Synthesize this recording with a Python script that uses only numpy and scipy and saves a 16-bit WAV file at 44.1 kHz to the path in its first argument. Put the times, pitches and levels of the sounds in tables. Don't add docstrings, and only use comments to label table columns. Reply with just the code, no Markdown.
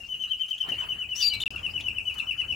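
import sys
import numpy as np
from scipy import signal
from scipy.fft import rfft, irfft
from scipy.io import wavfile
from scipy.ndimage import uniform_filter1d

SR = 44100
rng = np.random.default_rng(int(sys.argv[2]) if len(sys.argv) > 2 else 0)


def wav_out(sig):
    wavfile.write(sys.argv[1], SR, np.round(np.clip(np.atleast_2d(sig).T, -1, 1) * 32767).astype(np.int16))


def volts_from_db(level):
    exponent = np.asarray(level, float) / 20
    return 10 ** exponent


N = 112454

# (frequency [Hz], left-right likeness [0-1])
COHERENCE = [(60, 0.99), (200, 0.86), (500, 0.072), (1500, 0.017), (3000, 0.92), (6000, 0.27)]


def evened(x):
    return x / np.sqrt(np.mean(x ** 2) + 1e-20)


def wander(chance, *sizes):
    for size in sizes:
        chance = uniform_filter1d(chance, size=size)
    return evened(chance)


def read(points, hz):
    f, value = np.transpose(points)
    return np.interp(np.log(hz + 1), np.log(f + 1), value)


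def partly_alike(left, other, same):
    return same * left + np.sqrt(1 - same ** 2) * other


def add(mix, s, sound):
    part = mix[round(s * SR):][:len(sound)]
    part += sound[:len(part)]


def tones(hz, partials):
    turns = np.cumsum(hz) / SR + rng.random()
    wobble = 0.45 * wander(rng.standard_normal((len(partials), len(hz))), 70)
    out = 0
    for (k, db), phase in zip(partials, wobble):
        audible = k * hz < SR / 2.2
        out = out + volts_from_db(db) * np.sin(2 * np.pi * k * turns + phase * (k * hz > 6600)) * audible
    return np.sqrt(2) * out


def placed(x, pan_db, wet_db):
    # (frequency [Hz], T60 [s])
    decay_times = [(1500, 0.13), (3000, 0.22), (6000, 0.12), (12000, 0.068)]
    # (delay [s], left [dB], right [dB])
    reflections = [
        (.0045, -8.5, -3),
        (.009, -7.5, -2.5),
        (.031, -6.5, -7),
    ]
    taps = np.zeros((2, 24000))
    at = np.arange(200, 23980, 20) + rng.integers(0, 20, (2, 1189))
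    np.put_along_axis(taps, at, rng.choice([-1., 1.], at.shape), 1)
    hz, t, z = signal.stft(taps, SR, nperseg=256)
    decay = volts_from_db(-60 * t / read(decay_times, hz)[:, None])
    response = signal.istft(z * decay, SR, nperseg=256)[1]
    response[1] = partly_alike(response[0], response[1], 0.52)
    side = volts_from_db(np.array([pan_db, -pan_db]) / 2)
    response *= volts_from_db(wet_db) / np.linalg.norm(response[0]) * np.sqrt(side)[:, None]
    response[:, 0] += side
    for k, (s, left_db, right_db) in enumerate(reflections):
        arrivals = [round(s * SR), round(s * SR * 1.07)]
        response[[0, 1], arrivals] += (-1) ** k * side * volts_from_db(np.array([left_db, right_db]) + wet_db)
    return signal.fftconvolve(x[None], response, axes=1)[:, :N]


def trill():
    # (start [s], hold [s], level [dB], accent at the drop [dB])
    notes = [(.002, 0.029, -42, 9.5), (0.085, 0.051, -28, -5), (0.192, 0.04, -26, -2),
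             (0.292, 0.035, -23, -8), (0.389, 0.038, -25, -3), (0.504, 0.019, -21.5, -9),
             (0.601, .022, -23, -12.5), (0.685, 0.03, -26, -2), (.780, 0.038, -26.5, -4.5),
             (0.886, 0.031, -26, -3), (0.983, 0.036, -31, 5), (1.086, 0.041, -35, 7.5),
             (1.179, 0.041, -33.5, 8.5), (1.296, 0.034, -34, 8.5), (1.400, 0.057, -34.5, 9),
             (1.509, 0.047, -47, 22), (1.628, 0.0314, -35.5, 8), (1.734, 0.039, -34.5, 5.5),
             (1.837, 0.042, -34.5, 8), (1.946, 0.032, -38.5, 11), (2.052, 0.041, -32, 6),
             (2.157, 0.037, -38.5, 14), (2.267, 0.037, -34, 10.5), (2.376, 0.034, -30.5, 3),
             (2.48, 0.04, -33, 5)]
    # (time [s], pitch [Hz], sag of the hold [Hz], depth of the drop [Hz],
    # swell into the catch [dB])
    phrase = [
        (0, 2781, -12, 95, 1),
        (0.083, 3033, 37.5, 390, -16.5),
        (0.298, 3077, 7, 532, -22.5),
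        (0.599, 3049, 4.5, 538, -9),
        (1, 2999, 53, 483, -5.5),
        (1.5, 3000, 118, 498, -2.5),
        (2.55, 2996, 128.5, 517, -4),
    ]
    # (multiple, level [dB])
    partials = [(1, 2.5), (2, -29.5), (3, -29.5), (4, -32)]
    rise_s, drop_s, end_s = .009, .034, 0.0055
    scoop_hz, drop_bend = 29.6, 0.813
    catch_db, catch_s = -9.5, .004
    accent_at_s, accent_s = 0.0079, 0.0041
    drop_db, drop_fade_db = -14, -10.5
    out, (s, *laws) = np.zeros(N), np.transpose(phrase)
    chance = rng.standard_normal(N)
    waver = volts_from_db(1.2 * wander(chance, 400, 300))
    grain = wander(chance, 110, 70)
    for start, hold, db, accent_db in notes:
        top_hz, sag, depth, swell_db = (np.interp(start, s, law) for law in laws)
        t = np.arange(0, hold + drop_s, 1 / SR)
        held = np.minimum(t / hold, 1)
        drop = np.clip((t - hold) / drop_s, 0, 1)
        hz = top_hz + scoop_hz * np.exp(-t / rise_s) - sag * held ** 2 - depth * drop ** drop_bend
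        off_accent = 1 - np.exp(-((t - hold - accent_at_s) / accent_s) ** 2)
        falling_db = accent_db + drop_fade_db * drop ** 2 + drop_db * off_accent
        level = db + np.where(t < hold, swell_db * (1 - held), falling_db)
        level = uniform_filter1d(level, size=190) + catch_db * np.exp(-((t - hold) / catch_s) ** 2)
        edge = np.sin(np.pi / 2 * np.minimum(t / rise_s, 1)) * np.minimum((t[-1] - t) / end_s, 1)
        edge *= 1 + 0.6 * np.sqrt(drop) * np.resize(grain[round(start * SR):], len(t))
        voice = tones(hz, [(k, d - 12 * drop * (k == 2)) for k, d in partials])
        add(out, start, edge * volts_from_db(level) * voice)
    return placed(out * waver, pan_db=8, wet_db=-6.5)


def followed(table):
    s, *cols = np.transpose(table)
    t = np.arange(s[0], s[-1], 1 / SR)
    return s[0], [np.interp(t, s, c) for c in cols]


def arched_chirp():
    # (time [s], frequency [Hz], level [dB])
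    arch = [
        (1.148, 5083, -58),
        (1.16, 5500, -36.5),
        (1.172, 5900, -40.5),
        (1.187, 6076, -41.5),
        (1.2, 6120, -38.5),
        (1.213, 5790, -38.5),
        (1.228, 5490, -59),
        (1.25, 4850, -46),
    ]
    # (multiple, level [dB])
    partials = [(.5, -23), (1, 2), (1.5, -29), (2, -18), (2.5, -18)]
    out = np.zeros(N)
    s, (hz, db) = followed(arch)
    rough = 1 + 0.4 * wander(rng.standard_normal(len(hz)), 7)
    add(out, s, volts_from_db(db) * tones(hz, partials) * rough)
    return out


def flat_whistle():
    # (time [s], pitch [Hz], level [dB], octave over fundamental [dB])
    whistle = [
        (1.214, 2325, -64, 12),
        (1.226, 2343, -52, 26),
        (1.25, 2345, -51, 28),
        (1.287, 2343, -50, 28),
        (1.298, 2335, -56, 10),
        (1.32, 2310, -50, -5),
        (1.335, 2303, -39, -22),
        (1.365, 2295, -39, -20),
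        (1.41, 2285, -62, -20),
    ]
    # (multiple, level [dB])
    upper_partials = [(3, 5), (4, 3), (5, 3), (6, -11)]
    out = np.zeros(N)
    s, (hz, db, octave_db) = followed(whistle)
    upper = [(k, octave_db - 29.5 + d) for k, d in upper_partials]
    add(out, s, volts_from_db(db) * tones(hz, [(1, 0.017), (2, octave_db)] + upper))
    return out


def short_chirps():
    # (start [s], length [s], first frequency [Hz], last
    # frequency [Hz], level [dB])
    chirps = [(0.193, 0.079, 6150, 6114, -60), (0.27, 0.043, 3950, 4000, -61),
              (1.198, .032, 3350, 3770, -41), (1.216, 0.025, 5650, 5410, -36),
              (1.262, 0.014, 5000, 2300, -35.5), (1.279, 0.027, 4900, 4010, -36.5),
              (1.4, 0.027, 2500, 4600, -36.5), (1.21, 0.038, 5160, 4100, -34.5),
              (1.334, 0.026, 3990, 4090, -33), (1.36, .04, 4060, 4050, -51.5),
              (1.4, 0.034, 3595, 3590, -36.5), (1.205, .03, 4500, 4900, -41), (1.222, .03, 3100, 4500, -43),
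              (1.33, 0.021, 5900, 4000, -53), (1.8, 0.017, 2100, 4200, -38), (.385, 0.027, 2800, 1800, -57),
              (2.4, 0.023, 1900, 2150, -51), (1.456, 0.0055, 3610, 3420, -42.5),
              (1.7, 0.025, 4850, 4950, -55.5), (1.577, 0.026, 3360, 3116, -53),
              (1.5, 0.019, 4700, 5300, -57), (.480, 0.021, 3080, 3044, -42.5),
              (0.58, 0.013, 3400, 3000, -44.5), (2.188, 0.012, 3586, 3540, -47),
              (2.188, 0.03, 4050, 4070, -57)]
    # (multiple, level [dB])
    partials = [(1, 2), (2, -14), (3, -14.5), (4, -20)]
    out = np.zeros(N)
    for start, length, first_hz, last_hz, db in chirps:
        u = np.arange(0, 1, 1 / (length * SR))
        envelope = np.sin(np.pi * u) ** 0.6 * volts_from_db(db)
        add(out, start, envelope * tones(first_hz + (last_hz - first_hz) * u, partials))
    return out


def neighbours():
    arch, flat, small = arched_chirp(), flat_whistle(), short_chirps()
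    flutter = 1 + 0.45 * wander(rng.standard_normal(N), 90)
    breath = signal.lfilter(*signal.butter(2, 3400, "high", fs=SR), rng.standard_normal(N))
    small = small + volts_from_db(-24) * breath * uniform_filter1d(abs(arch + flat + small), size=200)
    wet_db = -10
    return placed(arch, 10, wet_db) + placed(flat, 7, wet_db) + placed(small * flutter, 6.5, wet_db)


def ticks():
    # (time [s], level [dB])
    impacts = [
        (0.462, -51),
        (0.502, -45),
        (.689, -40.5),
        (1.019, -58.5),
        (1.155, -56),
        (1.459, -52),
        (1.5069, -48),
        (1.558, -48),
        (2.142, -41.5),
        (2.184, -42),
    ]
    out, t = np.zeros(N), np.arange(2000) / SR
    for s, db in impacts:
        add(out, s, volts_from_db(db - 60 * t / 0.025) * rng.standard_normal(2000))
    bright = signal.lfilter(*signal.butter(1, 2500, "high", fs=SR), out)
    return placed(bright, pan_db=6.8, wet_db=-3.0)


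def noise(db, patchy_db):
    a, b, c, d, p = rng.standard_normal((db.shape[1], 257, 5)).T
    patches = evened(uniform_filter1d(uniform_filter1d(p, size=8, axis=0), size=14, axis=1))
    same = read(COHERENCE, np.fft.rfftfreq(512, 1 / SR))[:, None]
    left = a + 1j * b
    z = np.array([left, partly_alike(left, c + 1j * d, same)]) * volts_from_db(db + patchy_db * patches)
    return evened(signal.istft(z, nperseg=512, noverlap=384)[1][:, :N])


def rustle():
    # (frequency [Hz], density [dB per Hz])
    spectrum = [(150, -6), (600, -11), (1300, -7.5), (2500, -11), (3800, -20), (6000, -17.5), (12000, -20),
                (15500, -20.5)]
    # (time [s], level [dB])
    activity = [(0, -61.5), (.15, -69), (.25, -63.5), (.33, -70), (.62, -68), (.688, -51.5), (.86, -54.5),
                (1.05, -69.5), (1.2, -68.5), (1.4, -68), (1.55, -60.5), (1.65, -61), (1.8, -63),
                (2.08, -67), (2.16, -59), (2.3, -64.5), (2.5, -60.5)]
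    t, hz = np.arange(N // 128 + 5) * 128 / SR, np.fft.rfftfreq(512, 1 / SR)
    follow = read([(2000, 1.02), (4000, 0.88), (6000, 0.25)], hz)[:, None]
    flicker = wander(rng.standard_normal(len(t)), 5)
    bustle = np.interp(t, *np.transpose(activity)) + 62 + flicker
    shape = read(spectrum, hz) - 30 * (hz < 120)
    return volts_from_db(-51.5) * noise(shape[:, None] + follow * bustle, patchy_db=4.5)


def rumble():
    # (frequency [Hz], density [dB per Hz])
    spectrum = [(20, -43), (40, 3), (60, 3.5), (108, 1.5), (135, -5.5), (250, -9.5), (500, -16)]
    # (time [s], level [dB])
    handling = [
        (0, -58),
        (.6, -66.5),
        (0.718, -52),
        (1.249, -58),
        (1.33, -49),
        (1.9, -49),
        (2.1, -55.5),
        (2.35, -56),
        (2.55, -46.5),
    ]
    low = signal.lfilter(*signal.butter(4, 900, fs=SR), rng.standard_normal((2, N)))
    hz = np.fft.rfftfreq(N, 1 / SR)
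    z = rfft(low)
    z[1] = partly_alike(z[0], z[1], read(COHERENCE, hz))
    low = evened(irfft(z * volts_from_db(read(spectrum, hz)), N))
    return low * volts_from_db(np.interp(np.arange(N) / SR, *np.transpose(handling)) + 2.28)


def scene():
    return trill() + neighbours() + ticks() + rustle() + rumble()


def low_pass(x):
    return signal.sosfilt(signal.butter(12, 16580, fs=SR, output="sos"), x)


def record(dry):
    # (frequency [Hz], left lead [rad])
    port_phase = [(7900, 0), (8600, -2.95), (9600, -3.3), (11000, -6.28), (12700, -9.2), (13700, -9.65),
                  (15200, -12.56)]
    # (from [s], to [s])
    gaps = [
        (1.4373, 1.4578),
        (1.4797, 1.5053),
    ]
    z, hz, t = rfft(dry), np.fft.rfftfreq(N, 1 / SR), np.arange(N) / SR
    middle = z.mean(0)
    z = middle + (z - middle) * read([(7000, 1), (7800, .15)], hz)
    z *= np.clip((15900 - hz) / 100, 0, 1)
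    z[1] *= np.exp(-1j * np.interp(hz, *np.transpose(port_phase)))
    lost = uniform_filter1d(sum(1. * ((t > a) & (t < b)) for a, b in gaps), size=5)
    return low_pass(irfft(z, N) * (1 - lost * (1 - volts_from_db(-100))))


dry = scene()
out = record(dry)
wav_out(out)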